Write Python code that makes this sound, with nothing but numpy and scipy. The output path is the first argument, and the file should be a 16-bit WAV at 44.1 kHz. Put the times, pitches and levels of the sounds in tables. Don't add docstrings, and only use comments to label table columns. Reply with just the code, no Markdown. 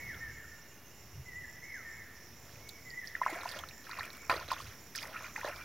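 import sys
import numpy as np
from scipy import signal
from scipy.fft import rfft, irfft
from scipy.io import wavfile
from scipy.ndimage import uniform_filter1d

SR = 44100
rng = np.random.default_rng(int(sys.argv[2]) if len(sys.argv) > 2 else 0)


def inscribe(sig):
    pcm = np.round(np.clip(np.atleast_2d(sig).T, -1, 1) * 32767)
    wavfile.write(sys.argv[1], SR, pcm.astype(np.int16))


def linear_from_db(decibels):
    return 10 ** (np.asarray(decibels, float) / 20)


N = 248724


def colour(x, points):
    hz, db = np.transpose(points)
    bins = np.log(np.arange(N // 2 + 1) * SR / N + 1)
    return irfft(rfft(x) * linear_from_db(np.interp(bins, np.log(hz), db)), N)


def level(x, db):
    return x * linear_from_db(db) / np.sqrt(np.mean(x ** 2))


def band(hz, width):
    sos = signal.butter(2, [hz - width / 2, hz + width / 2], "band", fs=SR, output="sos")
    return level(signal.sosfilt(sos, rng.standard_normal(N)), 0)


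def walk(rate):
    hold = int(SR / rate)
    steps = np.repeat(rng.standard_normal(N // hold + 1), hold)
    return 1.95 * uniform_filter1d(uniform_filter1d(steps, hold), hold)[:N]


def air():
    # hz, density_db (per Hz)
    hush = [(76, -45), (130, 2), (340, 0), (600, -4.5), (1000, -6.5), (1600, -8), (2100, -4), (2830, -12),
            (4480, -16.5), (6300, -13.5), (7300, -30), (8200, -23), (9500, -21.5), (11500, -13.5),
            (15000, -14.5)]
    # time_s, lift_db
    breeze = [
        (0, 4.5),
        (.35, 1),
        (.6, 0),
        (5.64, 2.5),
    ]
    s, lift_db = np.transpose(breeze)
    lift = linear_from_db(np.interp(np.arange(N) / SR, s, lift_db))
    return level(colour(rng.standard_normal(N), hush), -57.5) * lift


def wind():
    # hz, density_db (per Hz)
    wind_colour = [(25, -46), (45, -7), (65, 2), (100, 2), (160, -8), (300, -55), (600, -60)]
    # middle_s, length_s, level_db
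    gusts = [
        (0.147, 0.3, -55.5),
        (1.185, 0.084, -45),
        (1.39, 0.18, -62),
        (2.585, .2, -64.5),
        (3.995, 0.085, -61),
        (4.416, 0.21, -58),
        (4.666, 0.094, -50.5),
        (5.553, 0.14, -62),
    ]
    rumble = colour(rng.standard_normal(N), wind_colour)
    rumble /= np.sqrt(uniform_filter1d(rumble ** 2, size=3000))
    t = np.arange(N) / SR
    calm_db = -62.5
    swell = linear_from_db(calm_db)
    for mid, length, db in gusts:
        swell = swell + linear_from_db(db) * np.exp(-(2 * (t - mid) / length) ** 2)
    return swell * linear_from_db(1.7 * walk(21.98)) * rumble


def chirps(table, length, hz, width, strokes_hz, sharp, uneven, sweep):
    out, blur = np.zeros(N), band(hz, width)
    for mid, db in table:
        span = slice(int((mid - length) * SR), int((mid + length) * SR))
        t = np.arange(span.start, span.stop) / SR - mid
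        phase = np.pi * strokes_hz * t
        strokes = np.abs(np.cos(phase)) ** sharp * (1 + uneven * np.cos(phase))
        wing = np.sin(2 * np.pi * hz * t + sweep * np.cos(2 * phase)) + .5 * blur[span]
        envelope = np.exp(-(2 * t / length) ** 4)
        out[span] += linear_from_db(db + 1.0) * envelope * strokes * wing
    return out


def crickets():
    # middle_s, level_db
    high_cricket = [(.46, -61), (.98, -62.5), (1.5, -58), (1.94, -57), (2.4, -64), (2.87, -59),
                    (3.33, -57.5), (3.78, -59.5), (4.25, -57.5), (4.84, -61), (5.38, -61)]
    # middle_s, level_db
    low_cricket = [
        (.755, -62),
        (1.64, -60.5),
        (2.57, -64),
        (3.469, -59),
        (4.469, -60),
        (5.247, -56),
    ]
    # middle_s, length_s, change_db
    lulls = [
        (.43, 0.11, -6),
        (0.817, 0.29, -7.5),
        (1.363, 0.27, -4),
        (1.803, 0.048, -2),
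        (2.083, 0.11, -6.5),
        (2.393, 0.18, -0.5),
        (2.947, 0.19, -1),
        (3.8, 0.15, 0.5),
    ]
    t = np.arange(N) / SR
    pair_gap_s, second_db = .128, 1
    pairs = low_cricket + [(s + pair_gap_s, db + second_db) for s, db in low_cricket]
    near = chirps(high_cricket, .12, hz=7200, width=500, strokes_hz=68, sharp=4.0, uneven=.3, sweep=3)
    near += chirps(pairs, .09, hz=6290, width=300, strokes_hz=88, sharp=2.5, uneven=0, sweep=1.2)

    trill_db = -72 - 20.0 * (t - .9) ** 2 + 5.0 * np.cos(2 * np.pi * 14 * t)
    trill = linear_from_db(trill_db) * band(2810, 120)

    lull_db = sum(db * np.exp(-(2 * (t - mid) / length) ** 2) for mid, length, db in lulls)
    chorus = linear_from_db(-63 + lull_db + 0.92 * walk(60)) * band(5610, 680)
    chorus += linear_from_db(-70.5 + 2.0 * walk(29.55)) * band(7016, 560)
    return near + trill + chorus


def whistle(note, start, lift_db):
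    s, hz, db = np.transpose(note)
    t = np.arange(s[0], s[-1], 1 / SR)
    edge = np.clip(np.minimum(t - s[0], s[-1] - t) / 0.0015, 0, 1)
    pitch = uniform_filter1d(np.interp(t, s, hz), size=600, mode="nearest")
    tone = np.sin(2 * np.pi * np.cumsum(pitch) / SR)
    out, first = np.zeros(N + 2 * SR), int((1 + start + s[0]) * SR)
    out[first:first + len(t)] = edge * linear_from_db(np.interp(t, s, db) + lift_db) * tone
    return out[:N + SR]


def bird():
    # time_s (from the song's start), pitch_hz, level_db
    song = [
        [(0, 2036, -57), (.03, 2010, -48), (.08, 1880, -54), (.12, 2012, -44), (.16, 1957, -48),
         (.19, 1751, -50), (.22, 1620, -59)],
        [(.37, 2053, -49), (.4, 2245, -53.5), (.44, 2185, -48.5), (.48, 1980, -48.5), (.505, 1694, -47.5),
         (.53, 1419, -59), (.56, 1277, -57)],
        [(.59, 1844, -51), (.635, 1804, -45.5), (.67, 1725, -54), (.7, 1580, -63.5)],
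    ]
    # start_s, then the lift_db of each note
    sings = [
        (-.384, 3.4, 3.7, 4),
        (1.258, 2.6, 2.4, -0.5),
        (2.85, 1.1, 2, -2.5),
    ]
    # start_s, length_s, from_hz, to_hz,
    # level_db
    far_bird = [
        (0.419, .06, 1550, 1396, -60),
        (2.611, 0.2, 2180, 2263, -59),
        (2.772, 0.029, 2200, 1940, -55),
        (2.866, 0.22, 2070, 2070, -59),
        (3.251, 0.183, 2290, 2250, -56),
        (4.048, 0.22, 2260, 2240, -57),
        (5.513, 0.14, 2250, 2410, -50.5),
    ]
    out = np.zeros(N + SR)
    for start, *lifts in sings:
        for note, db in zip(song, lifts):
            out += whistle(note, start, db)
    for start, length, from_hz, to_hz, db in far_bird:
        middle_hz = (from_hz + 2 * to_hz) / 3
        glide = [(0, from_hz, -5), (length / 2, middle_hz, 0), (length, to_hz, -5)]
        out += whistle(glide, start, db)

    t = np.arange(2 * SR) / SR
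    t60_s, slap_s, smear_db, slap_db = 1.4, .29, -2.5, -15.5
    fade = np.exp(-np.log(1000) * t / t60_s) * (t > .004)
    slap = np.exp(-((t - slap_s) / .03) ** 2)
    shape = linear_from_db(smear_db) * fade / np.sqrt(np.sum(fade ** 2))
    shape += linear_from_db(slap_db) * slap / np.sqrt(np.sum(slap ** 2))
    echo = np.zeros(N)
    for _ in range(4):
        sway = np.resize(walk(130), len(out))
        echo += signal.fftconvolve(out * sway, shape * rng.standard_normal(len(t)))[SR:N + SR] / 2
    flutter = linear_from_db(2.4 * walk(90))
    return out[SR:] * flutter + echo


def ring(events, glide, rise, fall, size=N):
    out = np.zeros(size + 2 * SR)
    for s, db, hz, cycles in events:
        before, after = int(2 * rise * cycles / hz * SR), int(6 * fall * cycles / hz * SR)
        u = np.arange(-before, after) * hz / SR / cycles
        shape = np.exp(np.where(u < 0, -(u / rise) ** 2, -u / fall))
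        start = SR + int(s * SR) - np.sum(u < 0)
        tone = np.cos(2 * np.pi * cycles * u * (1 + glide * u / 2))
        out[start:start + len(u)] += linear_from_db(db) * shape * tone
    return out[SR:SR + size]


def swarm(low_hz, high_hz, rate):
    for hz in np.geomspace(low_hz, high_hz, num=8):
        when, size, sign = rng.random((3, int(rate / 8 * N / SR)))
        size_db = np.minimum(-3.2 * np.log(1 - size), 11)
        yield hz, np.bincount((when * N).astype(int), linear_from_db(size_db) * np.sign(sign - .5), N)


def stir():
    # start_s, hold_s, level_db, depth_db, spatter_db
    sloshes = [(2.452, 0.17, -67.5, 8.5, 6), (3.046, 0.028, -61, -19, 11.5), (3.143, .02, -52, -11, -6),
               (3.216, 0.057, -46.5, -9, -6), (3.288, 0.28, -48.5, 4, 0), (3.84, 0.13, -50, -8, -7),
               (3.969, 0.11, -47, -6, -12), (4.135, 0.086, -55, -12, -7), (4.296, 0.0076, -32, 0, -8),
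               (4.32, 0.035, -47, 1, 0.5), (4.409, 0.019, -49.5, 1, 0), (4.478, .02, -48, -2, -2),
               (4.504, 0.015, -40, -5.5, -3), (4.585, 0.14, -54.5, -26, 2.5),
               (4.948, 0.071, -49.5, -28, 7.5), (5.023, .08, -50.5, 3, -6), (5.126, 0.15, -48.5, -8.5, -6),
               (5.355, 0.055, -46, -3, -6), (5.441, 0.038, -43, 1.5, -8), (5.483, 0.044, -46.5, -9, -9),
               (5.559, 0.055, -51.5, -6, 0.5)]
    attack_s, release_s = 0.002, 0.047
    t, power = np.arange(N) / SR, np.zeros((4, N))
    for start, hold, db, depth_db, spatter_db in sloshes:
        rise = np.clip((t - start) / attack_s, 0, 1)
        decay = np.exp(-np.maximum(t - start - hold, 0) / release_s)
        swarm_db = db + np.array([[depth_db], [0], [0.83 * spatter_db], [spatter_db]])
        power += (linear_from_db(swarm_db) * rise * decay) ** 2
    return np.sqrt(power)


def wash():
    # low_hz, high_hz, births_per_s, ring_cycles, offset_db
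    swarms = [
        (505, 1170, 600, 2.8, -7),
        (1157, 2536, 950, 5.6, -3.5),
        (3040, 6080, 1100, 6, -9),
        (8400, 19000, 2200, 1.9, -16),
    ]
    out, start = np.zeros(N), int(2.4 * SR)
    for gain, (low_hz, high_hz, rate, cycles, offset_db) in zip(stir(), swarms):
        crowd = np.zeros(N - start)
        for hz, kicks in swarm(low_hz, high_hz, rate):
            one = ring([(.01, 0, hz, cycles)], glide=0.099, rise=0.25, fall=0.82, size=SR // 25)
            crowd += signal.oaconvolve(kicks[start:], one)[:N - start]
        swell = gain * linear_from_db(offset_db + 2.0 * walk(35))
        out[start:] += swell[start:] * level(crowd, 0)
    return out


def shed(events, later_s, octaves, below_db):
    wait, step = rng.random((len(events), 2)).T
    s, db, hz, cycles = np.transpose(events)
    pitch = hz * 2 ** (octaves * (step - .5))
    return np.transpose([s + later_s * wait, db - below_db, pitch, 1.46 * cycles])


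def spray():
    # start_s, peak_db
    ticks = [(2.689, -42.5), (3.301, -42.5), (3.432, -48), (3.49, -48), (3.517, -45), (3.5882, -42),
             (3.687, -48.5), (3.893, -48), (3.987, -49), (4.0302, -49), (4.0528, -44), (4.13, -48),
             (4.169, -50.5), (4.296, -40), (4.5176, -39.5), (4.958, -36.5), (5.026, -46), (5.072, -49),
             (5.486, -50)]
    out, n = np.zeros(N), np.arange(600)
    sos = signal.butter(1, [3000, 14000], "band", fs=SR, output="sos")
    for s, db in ticks:
        burst = rng.standard_normal(600) * np.exp(-n / (.0025 * SR)) * np.minimum(n / 40, 1)
        start = int(s * SR)
        out[start:start + 600] += linear_from_db(db + 5) * signal.sosfilt(sos, burst)[:N - start]
    return out


def water():
    # crest_s, peak_db, pitch_hz, length_cycles
    pockets = [(3.1668, -38, 1430, 3), (3.2172, -19.5, 1007, 2.7), (3.2646, -16, 1080, 2.4),
               (3.279, -32, 880, 2.6), (3.298, -35.5, 795, 4.5), (3.3304, -38.5, 330, 2.7),
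               (3.3644, -39.5, 690, 10), (3.4347, -34, 1080, 2.7), (3.4586, -28.5, 940, 4.7),
               (3.6377, -31.5, 1300, 2.5), (3.8951, -36.5, 1040, 2.8), (3.9894, -33.5, 1040, 5.2),
               (4.2972, -18.5, 1000, 1.55), (4.2975, -35, 200, 0.42), (4.3052, -37, 1250, 8.9),
               (4.3147, -22, 1420, 1.6), (4.3446, -33.6, 503, 3.1), (4.3566, -32, 1100, 3),
               (4.3636, -35.5, 400, 1.4), (4.379, -34, 1290, 3.9), (4.412, -36, 1010, 3),
               (4.5172, -20.5, 1060, 2.2), (4.5287, -26, 1040, 2.7), (4.5691, -38, 1100, 6.6),
               (4.605, -34.5, 1150, 4.7), (5.2087, -34.5, 1190, 1.5), (5.3828, -39.5, 894, 6.5),
               (5.4341, -34.5, 1020, 3.9), (5.4486, -28.5, 547, 1.7), (5.481, -36.5, 850, 5.5)]
    # crest_s, peak_db, pitch_hz
    bubbles = [(2.494, -48.5, 1680), (2.558, -45.5, 2530), (3.1533, -24, 1860), (3.2346, -27, 1800),
               (3.2547, -40, 2130), (3.283, -29.5, 2030), (3.3584, -39, 2000), (3.4796, -37, 2650),
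               (3.7112, -41.5, 2520), (3.87, -40, 1630), (3.912, -39, 1590), (3.9331, -40, 2500),
               (3.9706, -38, 1990), (4.009, -30, 1740), (4.0324, -33, 2320), (4.298, -22, 2360),
               (4.5051, -39, 2480), (4.9532, -32.5, 1720), (4.9875, -31.5, 2320), (5.02, -38, 2000),
               (5.0334, -33.5, 2220), (5.055, -36.5, 1940), (5.0824, -41, 1980), (5.162, -41.5, 1420),
               (5.2448, -35, 2200), (5.3626, -25, 1910), (5.4135, -32, 2000), (5.447, -31, 1660)]
    # crest_s, peak_db, pitch_hz
    drops = [(.145, -45, 3270), (2.33, -54, 3440), (2.6928, -35, 4200), (2.905, -38, 4600),
             (3.074, -31.5, 5100), (3.4112, -39, 4070), (3.515, -34, 4430), (3.5908, -35, 3300),
             (3.491, -30.5, 4830), (3.64, -42, 2840), (3.6887, -37, 4080), (3.9141, -36.5, 4430),
             (3.9954, -32.5, 4160), (4.104, -40.5, 4000), (4.299, -29, 4300), (4.3174, -29.5, 4490),
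             (4.3653, -33, 4200), (4.4, -38, 4460), (4.4875, -36.5, 3950), (4.53, -37, 4660),
             (4.959, -30, 5300), (4.9664, -31, 5040), (4.9792, -29, 5700), (5.0293, -32, 4950),
             (5.561, -39, 5000)]
    bubble_cycles, drop_cycles = 4.5, 4.9
    pops = pockets + [(*row, bubble_cycles) for row in bubbles] + [(*row, drop_cycles) for row in drops]
    out = ring(pops, glide=0.086, rise=0.5, fall=0.5) + wash()
    fragments = shed(pops, later_s=.008, octaves=1.0, below_db=8.5)
    out += ring(fragments, glide=0.072, rise=0.54, fall=0.28)
    out += spray()
    t = np.arange(SR // 10) / SR
    smear = rng.standard_normal(len(t)) * np.exp(-np.log(1000) * t / 0.046) * (t > .0015)
    smear /= np.sqrt(np.sum(smear ** 2))
    return out + linear_from_db(-8.5) * signal.fftconvolve(out, smear)[:N]


def scene():
    return np.tile(air() + wind() + crickets() + bird() + water(), (2, 1))


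def roll_off(x):
    return signal.sosfilt(signal.butter(12, 16640, fs=SR, output="sos"), x)


def record(dry):
    # hz, left_minus_right_db
    ports = [(700, -.3), (2200, -1), (3300, -4), (4800, -9.2), (5400, -10.1), (6400, -8.3), (7400, -5),
             (8000, -.5), (9000, .2), (10200, 1.8), (11600, 2.1), (12800, .2), (13500, 0)]
    # hz, level_db
    unrelated = [(60, -45), (150, -32), (1200, -30), (2500, -22), (7000, -16), (8300, -32), (10200, -14),
                 (11800, -14), (13000, -36)]
    scatter = rng.standard_normal(400) * np.exp(-np.arange(400) / 90)
    scatter /= np.sqrt(np.sum(scatter ** 2))
    apart = colour(signal.fftconvolve(dry[0], scatter)[:N], unrelated)
    ratio = [(hz, linear_from_db(db)) for hz, db in ports]
    left = colour(dry[0], [(hz, 20 * np.log10(2 * r / (1 + r))) for hz, r in ratio])
    right = colour(dry[1], [(hz, 20 * np.log10(2 / (1 + r))) for hz, r in ratio])
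    top_hz = 15700
    lowpass = signal.ellip(8, .2, 70, top_hz, fs=SR, output="sos")
    pair = signal.sosfilt(lowpass, [left + apart, right - apart])
    return roll_off(pair - .0011)


dry = scene()
out = record(dry)
inscribe(out)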